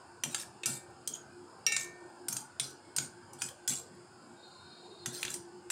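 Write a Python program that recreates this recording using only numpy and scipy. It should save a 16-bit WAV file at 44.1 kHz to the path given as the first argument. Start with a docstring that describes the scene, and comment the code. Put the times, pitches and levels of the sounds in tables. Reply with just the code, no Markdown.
"""A steel spoon mixes cooked rice on a steel plate, which stands on a table mat in a small room.
Each impact excites the modes of spoon and plate (a clink) and, through the mat, the table (a soft thud).
Stick-slip friction makes the spoon scrape, and sticky grains tick as they let go. Rice damps the plate,
so it rings out only now and then. Behind it are a low, restless room noise, a faint hiss and hum
and, once, a thin far-off buzz."""
import sys
import numpy as np
from scipy import signal
from scipy.fft import rfft, irfft
from scipy.io import wavfile
from scipy.ndimage import map_coordinates

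SR = 44100
rng = np.random.default_rng(int(sys.argv[2]) if len(sys.argv) > 2 else 0)


def store_wav(level_fs):
    """Save 16-bit WAV to argv[1]."""
    pcm = np.round(np.clip(np.atleast_2d(level_fs), -1, 1) * 32767)
    wavfile.write(sys.argv[1], SR, pcm.T.astype(np.int16))


N = 251811
T = np.arange(N) / SR


def amp(db):
    """Converts a level in decibels to an amplitude ratio."""
    return 10 ** (np.asarray(db) / 20)


def unit(x):
    """Normalises to rms 1."""
    return x / np.sqrt(np.mean(x ** 2) + 1e-20)


def read(points, hz):
    """Interpolates a table on a logarithmic frequency axis."""
    f, value = np.transpose(points)
    return np.interp(np.log(hz + 1), np.log(f + 1), value)


def add(mix, start_s, sound):
    """Superposition: adds a sound to the mix from a given time."""
    part = mix[max(round(start_s * SR), 0):][:len(sound)]
    part += sound[:len(part)]


def colour(x, *spectra):
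    """Filters in cascade: their responses in decibels add."""
    hz = np.fft.rfftfreq(len(x), 1 / SR)
    return irfft(rfft(x) * amp(sum(read(s, hz) for s in spectra)), len(x))


def drift(knots_per_s):
    """Random modulation of rms 1, linear between Gaussian values."""
    knots = rng.standard_normal(int(T[-1] * knots_per_s) + 3)
    return unit(np.interp(T * knots_per_s, np.arange(len(knots)), knots))


def patchy(x, depth_db, wide_hz, long_s, size=1024):
    """Spectral modulation: small regions of frequency and time swell and sink at random."""
    frames = dict(fs=SR, nperseg=size, noverlap=size * 3 // 4)
    spectra = signal.stft(x, **frames)[2]
    row, column = np.indices(spectra.shape)
    where = [row * SR / size / wide_hz, column * size / 4 / SR / long_s]
    field = unit(map_coordinates(rng.standard_normal((256, 256)), where, order=1, mode="wrap"))
    return unit(signal.istft(spectra * amp(depth_db * field), **frames)[1][:len(x)])


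def fuzzy_tone(hz, blur_per_s, fuzz):
    """Multipath interference: changing paths make a tone flutter in amplitude and phase."""
    paths = 1 + fuzz * (drift(blur_per_s) + 1j * drift(blur_per_s))
    return unit((paths * np.exp(2j * np.pi * hz * T)).real)


def ring(modes, t, spread_db=1.6):
    """Modal decay: damped sinusoids, their balance randomised as by a varying point of contact."""
    hz, db, t60 = np.transpose(modes)[:, :, None]
    envelopes = amp(db + spread_db * rng.standard_normal(hz.shape) - 60 * t / t60)
    return (envelopes * np.sin(2 * np.pi * (hz * t + rng.random(hz.shape)))).sum(0)


# spectrum of the room noise: (frequency [Hz], relative level [dB])
AIR_SPECTRUM = [(25, -40), (60, -33), (95, -10.5), (140, -13), (200, -12.5), (350, -11.5), (600, -17.5),
                (850, -12), (1280, -21), (1520, -14.5), (1900, -32), (2700, -30), (3600, -36), (4200, -56)]


def room_noise(level_db=-56.5, swell_db=0.38, swells_per_s=6):
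    """Filtered noise: random modulation makes the low ambient sound restless."""
    noise = colour(rng.standard_normal(N), AIR_SPECTRUM)
    restless = patchy(noise, depth_db=3.4, wide_hz=80, long_s=.09)
    return restless * amp(level_db + swell_db * drift(swells_per_s))


# spectrum of the microphone hiss: (frequency [Hz], relative level [dB])
HISS_SPECTRUM = [(2500, -28), (3700, -12), (4300, -2), (5100, 5), (5700, -14.5), (6400, -9.5), (7000, 0.5),
                 (8000, -2), (9400, -3.5), (10400, -16), (15500, -58)]


def hiss(level_db=-66):
    """Microphone self-noise: a faint, flickering band in the treble."""
    noise = colour(rng.standard_normal(N), HISS_SPECTRUM)
    return amp(level_db) * patchy(noise, depth_db=1.7, wide_hz=220, long_s=.09)


# envelope of the hum: (time [s], relative level [dB])
HUM_ENVELOPE = [(0.0, -55.5), (1.3, -57), (1.4, -51.5), (1.55, -63), (1.73, -63), (1.88, -50), (2.2, -51),
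                (2.5, -64), (3.0, -57), (4.7, -59.5), (4.9, -52.5), (5.71, -47.5)]


def hum(hz=354, gain_db=-4.5, waver_db=1.3, wavers_per_s=8):
    """Amplitude modulation: one rough tone swells, sinks and wavers."""
    envelope = amp(np.interp(T, *np.transpose(HUM_ENVELOPE)))
    tone = fuzzy_tone(hz, blur_per_s=36, fuzz=.9)
    return envelope * tone * amp(gain_db + waver_db * drift(wavers_per_s))


# crowded, rice-damped modes of the steel: (frequency [Hz], relative level [dB])
STEEL_RESPONSE = [(50, -58), (200, -11.5), (900, -16), (1500, -3.5), (2200, -6), (3200, -2), (4300, -3),
                  (5400, 0), (6700, 0.5), (7600, 2.5), (8100, -2.5), (8900, 5), (10000, -7.5), (13000, -15),
                  (16000, -22)]


def steel(force, lows_db, highs_db):
    """Forced response of the damped steel: a broad contact adds lows, a sharp edge highs."""
    # every point of contact favours other modes
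    point = np.c_[np.arange(0, 16000, 160), 4.6 * rng.standard_normal(100)]
    tilt = [(3500, lows_db), (5200, 0.013), (9300, 0.0091), (11000, highs_db)]
    untilted_rms = np.std(colour(force, STEEL_RESPONSE, point))
    return colour(force, STEEL_RESPONSE, point, tilt) / untilted_rms


# impacts of spoon on plate; the faintest is a pat on the rice. Later dB columns are relative to the level:
# (time [s], level [dB], lows [dB], highs [dB], note frequency [Hz], note [dB], spoon ring [dB],
# plate ring [dB], thud [dB])
IMPACTS = [ (0.2363, -30, 6, 5, 5980, -1.5, -15, -41, -15), (0.346, -29.5, 7, -2, 6660, -5, -15, -44, -31),
           (0.6342, -40, 11, -22, 2600, 0, -34, -9, -32),
           (0.658, -27.5, -1, 8.5, 2520, -18, -6, -19.5, -16),
           (1.0752, -29.5, -13, 3, 3234, -11.5, -22, -50, -29),
           (1.6653, -28.5, -2, 3.5, 5664, 9.5, -33, -3, -50),
           (1.7213, -30.5, -2, -1, 7100, -3, -11, -4, -27),
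           (1.7649, -25, 2.5, -7, 7280, -4.5, -39, -55, -39),
           (2.101, -73.5, -9, -12, 864, 23.5, -30, -26, -13),
           (2.2840, -28.5, -4.5, 5.5, 9540, -2.5, -20, -43, -22.5),
           (2.3272, -35.5, -5.5, 12.5, 6370, 2.5, -19, -42, -16.5),
           (2.3664, -32, -3.5, -1, 8600, 0, -20, -43, -24),
           (2.5978, -28, 4.5, -3, 8970, 1.5, -15, -47, -23),
           (2.964, -28.5, -4.5, 3, 8680, 2.5, -12, -36, -20),
           (2.984, -27.5, -1, -2, 6737, -5.5, -30, -54, -22.5),
           (3.333, -48.5, -17, 4, 9240, -4, -13, -20, -8.5),
           (3.4190, -30.5, 1.5, 0, 2490, -4.5, -27, -38, -22),
           (3.4873, -45, 4.5, 6, 3150, -1, -27, -31, -38), (3.677, -27, -5, 6.5, 3360, -9, -5.5, -50, -18),
           (5.0592, -33.5, 4, 3, 6550, -0.5, -9.5, -41, -12),
           (5.2292, -36, 11.5, 9, 2510, -3, -16, -19, -23), (5.2505, -36, 9.5, -5, 3190, -8, -26, -29, -24),
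           (5.2800, -50, 19.5, 7, 2900, -14, -24, -30, -18), (5.303, -37, -32, 3, 7600, -3, -27, -37, -38),
           (5.341, -35.5, -3, 4, 8440, -2, -39, -47, -23), (5.7015, -32.5, 5, 2.5, 5730, -20, -5, -30, -28)]


def clinks(hold_s=0.0031, crack_t60=0.023, crack_db=-.5, note_db=2, note_t60=0.049):
    """Impact excitation: the spoon chatters briefly, with a short note set by where it touches."""
    out, t = np.zeros(N), T[:4096]
    chatter = amp(-60 * np.maximum(t - hold_s, 0) / crack_t60)
    chatter *= 1 + 0.2 * np.exp(-t / 0.0025)  # the first impact is the hardest
    for s, db, lows, highs, hz, note, *_ in IMPACTS:
        crack = steel(rng.standard_normal(len(t)), lows, highs) * chatter
        tone = ring([(hz, 0, note_t60)], t, spread_db=0.5)
        add(out, s, amp(db + crack_db) * crack + amp(db + note + note_db) * tone)
    return out


# response of the table under the mat: (frequency [Hz], relative level [dB])
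TABLE_RESPONSE = [(40, -58), (90, -29), (134, 4), (175, -11), (260, -5.5), (420, -26), (900, -19),
                  (2000, -98)]


def thuds(swell_s=0.019, fade_s=0.046):
    """Structure-borne sound: each blow passes through the mat, and the table's boom builds and dies."""
    out, t = np.zeros(N), T[:16384]
    envelope = (1 - np.exp(-(t / swell_s) ** 2)) * np.exp(-t / fade_s)
    envelope /= envelope.max()
    envelope_rms = np.sqrt(np.mean(envelope ** 2))
    for s, db, *_, thud in IMPACTS:
        boom = unit(colour(rng.standard_normal(len(t)), TABLE_RESPONSE) * envelope)
        add(out, s, amp(db + thud) * envelope_rms * boom)
    return out


# natural modes of spoon and plate: (frequency [Hz], relative level [dB], 60 dB decay time [s])
SPOON_MODES = [(1515, -18, .2), (4990, -12, .2), (5912, -8, .25), (6290, -12, .18), (6900, -9, .18),
               (7646, -1, .31), (7688, -7, .25), (8678, -10, .26), (8932, -7, .26), (9430, -9, .23),
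               (9889, -16, .2), (11075, -12, .21), (12765, -19, .24), (13240, -21, .24)]
PLATE_MODES = [(1308, -10, .1), (1816, -5, .85), (1868, -14, .5), (2226, -3, .5), (2319, -2, .55),
               (2587, -13, .4), (2697, -3, .25), (2738, 2, .26), (3704, -8, .25), (3903, -7, .4),
               (4151, -14, .45), (4775, -7, .1), (5489, -3, .1), (5683, -9, .22), (5927, -11, .38),
               (8409, -16, .3)]


def ringing(spoon_db=2.0, plate_db=-3.0, loss_per_touch_db=2):
    """Free vibration: spoon and plate ring after each blow; every later impact damps what remains."""
    out, t = np.zeros(N), T[:22000]
    times = np.sort([row[0] for row in IMPACTS])
    for s, db, *_, spoon, plate, _ in IMPACTS:
        spoon_ring = amp(spoon + spoon_db) * ring(SPOON_MODES, t)
        plate_ring = amp(plate + plate_db) * ring(PLATE_MODES, t)
        touches = np.searchsorted(times[times > s], s + t)
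        add(out, s, amp(db - loss_per_touch_db * touches) * (spoon_ring + plate_ring))
    return out


# reverberation of the small room: (frequency [Hz], 60 dB decay time [s])
REVERB_TIMES = [(150, 0.58), (700, 0.58), (2000, 0.21), (5000, 0.26), (9000, 0.23), (14000, 0.18)]


def room(x, first_s=0.0055, echoes_per_s=4000):
    """Reverberation: dense reflections from near walls, each band decaying at its own rate."""
    t = T[:SR * 2 // 3]
    echoes = rng.choice([-1., 1.], len(t)) * (rng.random(len(t)) < echoes_per_s / SR)
    hz, delay_s, spectra = signal.stft(echoes, SR, nperseg=256)
    decay = amp(-60 * delay_s / read(REVERB_TIMES, hz)[:, None])
    tail = signal.istft(spectra * decay, SR, nperseg=256)[1][:len(t)] * (t > first_s)
    return signal.fftconvolve(x, tail / np.linalg.norm(tail))[:N]


# drags of the spoon's edge over the steel:
# (start [s], hardest moment [s], end [s], level [dB], squeak frequency [Hz], relative squeak level [dB])
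DRAGS = [ (0.285, 0.322, 0.36, -48, 8880, -5), (0.375, 0.41, 0.44, -40.5, 5420, -7.5),
         (0.659, 0.667, 0.78, -39, 7670, -4), (1.104, 1.159, 1.174, -47, 3190, -3.5),
         (1.773, 1.817, 1.856, -42, 6430, -4), (2.289, 2.317, 2.43, -46, 10800, -7),
         (2.622, 2.638, 2.72, -46, 5870, -5), (2.989, 3.03, 3.07, -50, 8760, 4.5),
         (3.383, 3.48, 3.48, -41.5, 7780, -4.5), (3.68, 3.697, 3.805, -37, 7610, -1),
         (5.12, 5.15, 5.22, -43, 4180, -7), (5.188, 5.22, 5.25, -45, 9100, -7),
         (5.258, 5.332, 5.38, -43.5, 8800, -9)]


def scrapes(slips_per_s=1400, ends_db=-11, squeak_t60=.03):
    """Stick-slip friction: tiny, uneven slips excite changing modes of the steel and a short squeak."""
    out, t = np.zeros(N), T[:16384]
    for start, hardest, end, db, hz, squeak_db in DRAGS:
        slips = (rng.random(len(t)) < slips_per_s / SR) * rng.choice([-1, 1], len(t))
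        slips = slips * amp(3 * np.minimum(rng.exponential(1, len(t)), 4))
        rattle = steel(slips, lows_db=-3, highs_db=3)
        grit = patchy(rattle, depth_db=6, wide_hz=280, long_s=.012, size=256)
        squeak = unit(signal.fftconvolve(slips, ring([(hz, 0, squeak_t60)], t))[:len(t)])
        pressure = amp(np.interp(start + t, [start, hardest, end], [ends_db, 0, ends_db]))
        touching = np.clip(np.minimum(t, end - start - t) / .006, 0, 1)
        add(out, start, amp(db) * (grit + amp(squeak_db) * squeak) * pressure * touching)
    return out


def rice_ticks(count=6, tick_db=-69, fade_s=0.005):
    """Release of adhesion: at random times sticky grains leave the steel with a tiny, bright tick."""
    out, t = np.zeros(N), T[:2048]
    for s in rng.uniform(0, T[-1], count):
        tick = steel(rng.standard_normal(len(t)), lows_db=-8, highs_db=8) * np.exp(-t / fade_s)
        add(out, s, amp(tick_db) * tick)
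    return out


# partials of the far-off buzz: (frequency [Hz], level [dB])
BUZZ_PARTIALS = [(3731, -63.5), (3957, -71.5), (4183, -63), (4430, -72), (4657, -70.5)]


def buzz(start_s=4.34, attack_s=0.1, end_s=5.2, release_s=0.071):
    """Roughness: high partials that flutter independently make a thin buzz that holds, then fades."""
    cluster = sum(amp(db) * fuzzy_tone(hz, blur_per_s=85, fuzz=1.4) for hz, db in BUZZ_PARTIALS)
    envelope = np.clip(np.minimum((T - start_s) / attack_s, (end_s - T) / release_s), 0, 1)
    return cluster * envelope


def scene(room_db=-6):
    """Superposition of all sources; only the short contact sounds feed the reverberation."""
    contacts = clinks() + scrapes() + rice_ticks()
    mixing = contacts + amp(room_db) * room(contacts) + ringing() + thuds()
    return (mixing + room_noise() + hiss() + hum() + buzz())[None]


def record(dry):
    """Band limiting: a linear-phase low-pass filter removes the highest treble."""
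    lowpass = signal.firwin(301, cutoff=15900, window=("kaiser", 8), fs=SR)
    return signal.oaconvolve(dry, lowpass[None], "same")


dry = scene()
out = record(dry)
store_wav(out)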